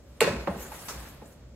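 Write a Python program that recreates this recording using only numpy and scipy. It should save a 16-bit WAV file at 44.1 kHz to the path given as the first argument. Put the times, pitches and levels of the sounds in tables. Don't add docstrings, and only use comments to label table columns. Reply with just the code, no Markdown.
import sys
import numpy as np
from scipy import signal
from scipy.fft import rfft, irfft
from scipy.io import wavfile
from scipy.ndimage import uniform_filter1d

SR = 44100
rng = np.random.default_rng(int(sys.argv[2]) if len(sys.argv) > 2 else 0)


def digitize_waveform(pressure):
    field = np.atleast_2d(pressure).T
    bounded = np.clip(field, -1, 1)
    quanta = np.round(bounded * 32767).astype(np.int16)
    wavfile.write(sys.argv[1], SR, quanta)


N = 68355
TIME = np.arange(N) / SR


# start in seconds, level in dB, t60 in seconds.
FRAME_CONTACTS = [(0.2055, -24, 0.022), (0.2074, -15, 0.015), (0.2073, -25, 0.0078), (0.2122, -19, 0.0064),
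                  (0.2167, -21, 0.0084)]
# frequency in Hz, relative level in dB.
CRACK_COLOUR = [(60, -30), (150, -6), (500, -3), (900, -5.5), (1500, -11), (2000, -7.5), (2700, 3.5),
                (3300, -19), (4200, -2), (5300, -27), (7500, -5.5), (10500, -11), (15000, -16)]
# frequency in Hz, relative level in dB.
RING_COLOUR = [(60, -45), (100, -13.5), (150, -11.5), (230, -29), (275, -11), (400, -8.5), (600, -8),
               (900, -19.5), (1300, -14.5), (2000, -16.5), (2700, -15), (3100, -28), (4200, -22.5),
               (5300, -31), (7200, -24.5), (10000, -30.5), (15000, -40)]

def slam():
    out = np.zeros((2, N))
    for start, db, t60_s in FRAME_CONTACTS:
        add(out, start, amp(db) * burst(CRACK_COLOUR, rise_s=0.000099, t60_s=t60_s))
    ring = amp(-25.5) * ring_tail(RING_COLOUR) + amp(-30.5) * steel_modes(high_hz=9000)
    add(out, start_s=0.2066, sound=ring)
    return out


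# pitch in Hz, relative level in dB, t60 in seconds.
STEEL_MODES = [(146.1, -4, 0.45), (196.1, -9.5, 0.76), (230.85, -7, 0.76), (383.7, -5.5, 0.66),
               (462.3, -5, 0.53), (548.3, -9, .7), (591.2, 1.5, 0.18), (676, -2.5, 0.37), (871, -8, 0.15),
               (915, -18, 0.3), (1053, -6.5, 0.36), (1108, -21, 0.91), (1310, -14, 0.59), (1509, -19, 0.66),
               (1713, -3.5, 0.33), (1838, -7, 0.4), (1855, -8.5, 0.61), (1911, -9.5, .35),
               (2243, -11, 0.48), (2498, -4, 0.2), (2522, -2, 0.28), (2750, 0.5, 0.14), (2850, -3, .11),
               (3510, -5.5, 0.27), (4210, -12.5, .3), (4608, -5, .14), (7590, -8.5, 0.15)]

def steel_modes(high_hz):
    split_hz, twin_db, rise_cycles = 14, -4, 6.5
    out, t = np.zeros((2, N)), TIME[:SR]
    for hz, db, t60_s in STEEL_MODES:
        pair_hz = np.array([[hz], [hz + split_hz * rng.uniform(-1, 1)]])
        main, twin = np.exp(2j * np.pi * (pair_hz * t + rng.random((2, 1))))
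        stereo_phase = np.exp(1j * 0.098 * hz / 1000 * rng.standard_normal((2, 1)))
        attack = np.minimum(hz * t / rise_cycles, 1)
        level = attack * amp(db - 60 * t / t60_s) / np.hypot(1, (hz / high_hz) ** 2)
        out[:, :SR] += level * (stereo_phase * (main + amp(twin_db) * twin)).imag
    return out


# frequency in Hz, t60 in seconds.
RING_DECAY = [(150, 1), (450, 0.68), (1000, 0.66), (2400, 0.56), (5000, 0.59), (10000, 0.36)]

def ring_tail(colour):
    rise_s, hold_s = 0.008, 0.018
    hz, t, bands = signal.stft(panel_resonances(noise(colour)), SR, nperseg=512)
    decay = amp(-60 * np.maximum(t - hold_s, 0) / curve_at(RING_DECAY, hz)[:, None])
    ring = signal.istft(bands * decay, SR, nperseg=512)[1][:, :N]
    rattle = flutter(depth_db=1.07, lump_s=0.0081)
    return ring * np.minimum(TIME / rise_s, 1) * rattle


def panel_resonances(x):
    depth_db, spacing_hz, knee_hz = 3, 70.1, 390
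    hz = np.fft.rfftfreq(N, 1 / SR)
    peaks = np.clip(rng.standard_normal(1500), -2, 2)
    ripple = np.interp(hz / spacing_hz, np.arange(len(peaks)), peaks)
    return unit(irfft(rfft(x) * amp(depth_db * ripple * hz / (hz + knee_hz)), N))


# start in seconds, level in dB, low and high band edges
# in Hz, t60 in seconds, tail level in dB relative to the knock.
REBOUND_KNOCKS = [(.2425, -24, 400, 1400, 0.055, -20), (0.2668, -26, 350, 1870, 0.044, -15.5),
                  (.276, -22, 326, 750, 0.051, -15.5), (.4733, -24.5, 258, 970, 0.094, -12),
                  (.544, -46, 596, 1240, 0.029, -8), (.718, -43, 765, 1345, 0.18, -6),
                  (1.218, -41, 200, 704, 0.038, -13)]

def rebounds():
    out = np.zeros((2, N))
    hz = np.geomspace(20, 20000, 60)
    for start, db, low_hz, high_hz, t60_s, tail_db in REBOUND_KNOCKS:
        band = 1 / np.hypot(1, (low_hz / hz) ** 2) / np.hypot(1, (hz / high_hz) ** 2.6)
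        colour = np.column_stack([hz, 20 * np.log10(band)])
        ring = amp(tail_db) * ring_tail(colour) + amp(-13) * steel_modes(high_hz)
        blow = burst(colour, rise_s=0.0004, t60_s=t60_s)
        add(out, start, amp(db) * (blow + ring))
    return out


# start in seconds, pitch in Hz, peak in dB before panning, seconds to peak.
PANEL_FLEXES = [(.2066, 2370, -8, 0.00059), (.2076, 4120, -21.5, 0.0007), (.2065, 871, -23, 0.013),
                (0.2068, 1095, -23, .0035), (.2125, 458, -12, 0.0081), (.207, 605, -24, 0.0079),
                (0.216, 176.4, -33.5, 0.016), (0.234, 4190, -38, .012), (.24, 490, -23.5, 0.0058),
                (.268, 447, -23.5, 0.0074), (.272, 576, -22, 0.0073), (0.263, 191, -26, 0.011),
                (.312, 231.8, -32, .028), (0.4725, 2090, -27, 0.0006), (0.4733, 1020, -23, 0.0018),
                (.4735, 877, -29.5, 0.0083), (.475, 563, -28, 0.01), (.476, 307, -30, 0.012),
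                (.48, 190, -25.5, 0.016), (0.551, 188, -35.5, 0.017), (.715, 847, -37, 0.0062),
                (1.217, 840, -46, 0.0083), (1.218, 442, -45.5, 0.008), (1.22, 216, -43.5, 0.011)]

def flexing_panels():
    mono_below_hz, pan = 260, amp([[-1.5], [1.5]])
    out = np.zeros((2, N))
    for start, hz, db, peak_s in PANEL_FLEXES:
        add(out, start, (pan if hz > mono_below_hz else 1) * damped_mode(hz, db, peak_s))
    return out


# start in seconds, pitch in Hz, peak in dB, seconds to peak.
CAVITY_BOOMS = [(0.267, 89.2, -38.5, 0.05), (0.334, 62.6, -34.5, 0.052), (0.487, 76.6, -36.5, 0.023),
                (0.945, 60.5, -36.5, 0.041), (1.155, 53, -46, 0.044)]

def oven_cavity():
    out = np.zeros((2, N))
    for start, hz, db, peak_s in CAVITY_BOOMS:
        add(out, start, damped_mode(hz, db, peak_s))
    return out


# frequency in Hz, relative level in dB.
RUSTLE_COLOUR = [(800, -15), (1500, 2), (3000, -7), (5000, -10.5), (7000, 0), (10000, -2.5), (13000, -2),
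                 (15500, -8.5)]
# time in seconds, level in dB.
RUSTLE_FADER = [(0, -76), (.42, -61.5), (.55, -56), (.62, -43), (.69, -51.5), (.77, -46.5), (.87, -48.5),
                (.96, -51.5), (1.02, -51.5), (1.1, -52), (1.2, -70.5), (1.27, -61), (1.33, -62),
                (1.42, -82.5), (1.55, -81)]

def rustle():
    snags_per_s, spread_db = 3300, 3
    hiss = patchy(noise(RUSTLE_COLOUR), depth_db=5, patch_hz=500, patch_s=0.035)
    sizes = amp(spread_db * np.minimum(rng.exponential(1, N), 4)) * rng.choice([-1, 1], N)
    clicks = sizes * (rng.random(N) < snags_per_s / SR)
    tone = amp(curve_at(RUSTLE_COLOUR, np.fft.rfftfreq(N, 1 / SR)))
    snags = unit(irfft(rfft(clicks) * tone, N))
    return unit(hiss + amp(-8) * snags) * fader(RUSTLE_FADER)


# frequency in Hz, relative level in dB.
RUB_COLOUR = [(25, -24), (45, 13), (65, 15), (110, 0), (200, 5.5), (330, -1), (550, 1.5), (1100, -2),
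              (2000, -7.5), (4000, -13), (9000, -27)]
# time in seconds, level in dB.
RUB_FADER = [(0, -63.5), (.5, -50.5), (.62, -47.5), (.7, -48.5), (.85, -47.5), (.97, -44), (1.1, -49),
             (1.2, -54), (1.32, -58.5), (1.42, -60), (1.55, -63.5)]
# frequency in Hz, relative level in dB.
BRUSH_COLOUR = [(150, -22), (400, -2), (700, -5), (1200, 3), (2700, -10), (4200, -10.5), (6000, -5),
                (10000, -11.5), (15500, -18)]

def hand():
    grain = flutter(depth_db=0.56, lump_s=0.008)
    out = rustle() + noise(RUB_COLOUR) * fader(RUB_FADER)
    brush = amp(-33.5) * burst(BRUSH_COLOUR, rise_s=0.0036, t60_s=0.3)
    add(out, start_s=0.882, sound=brush)
    return out * grain


# pitch in Hz, rms level in dB.
OVEN_HUM = [(60, -58), (585, -67.5)]
# frequency in Hz, relative level in dB.
RUMBLE_COLOUR = [(20, -35), (40, -29), (60, -0.5), (95, -12.5), (140, -9.5), (210, -16), (300, -19.5),
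                 (420, -25), (580, -19.5), (750, -37), (1200, -43.5), (2300, -63.5), (5000, -49.5),
                 (7500, -44), (15000, -94.5)]

def kitchen():
    hum = sum(amp(db) * np.sqrt(2) * np.sin(2 * np.pi * (hz * TIME + rng.random()))
              for hz, db in OVEN_HUM)
    return hum + amp(-51) * noise(RUMBLE_COLOUR)


# frequency in Hz, side level relative to mid in dB.
STEREO_WIDTH = [(60, -24), (150, -18), (380, -7.5), (950, -7.5), (2400, -1.5), (5500, 4.5), (9000, -7.5),
                (15000, -9.5)]

def noise(colour):
    hz = np.fft.rfftfreq(N, 1 / SR)
    mid, side = np.exp(2j * np.pi * rng.random((2, len(hz)))) * amp(curve_at(colour, hz))
    side = side * amp(curve_at(STEREO_WIDTH, hz))
    return unit(irfft(np.array([mid + side, mid - side]), N))


def burst(colour, rise_s, t60_s):
    envelope = np.minimum(TIME / rise_s, 1) * amp(-60 * TIME / t60_s)
    return unit(noise(colour) * envelope) * np.sqrt(np.mean(envelope ** 2))


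def damped_mode(hz, db, peak_s):
    age = TIME / peak_s
    swell = (age * np.exp(1 - age)) ** 3.62
    return amp(db) * swell * np.sin(2 * np.pi * hz * TIME)


def flutter(depth_db, lump_s):
    wobble = uniform_filter1d(rng.standard_normal(N), round(lump_s * SR))
    return unit(amp(depth_db * unit(wobble)))


def patchy(x, depth_db, patch_hz, patch_s):
    bands = signal.stft(x, SR, nperseg=256)[2]
    patches = rng.standard_normal(bands.shape[:0:-1])
    patches = uniform_filter1d(patches, round(patch_s * SR / 128), axis=0)
    patches = uniform_filter1d(patches, round(patch_hz * 256 / SR), axis=1)
    gain = amp(depth_db * unit(patches).T)
    return unit(signal.istft(bands * gain, SR, nperseg=256)[1][:, :N])


def amp(db):
    return 10 ** (np.asarray(db) / 20)


def unit(x):
    return x / np.sqrt(np.mean(x ** 2) + 1e-20)


def curve_at(points, hz):
    point_hz, values = np.transpose(points)
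    return np.interp(np.log(hz + 1), np.log(point_hz + 1), values)


def fader(points):
    return amp(np.interp(TIME, *np.transpose(points)))


def add(mix, start_s, sound):
    part = mix[:, round(start_s * SR):]
    part += sound[..., :part.shape[1]]


def scene():
    door = slam() + rebounds() + flexing_panels() + oven_cavity()
    return door + hand() + kitchen()


def record(dry):
    high_cut = signal.firwin(511, 15800, window=("kaiser", 9), fs=SR)
    return signal.oaconvolve(dry, high_cut[None], "same")


dry = scene()
out = record(dry)
digitize_waveform(out)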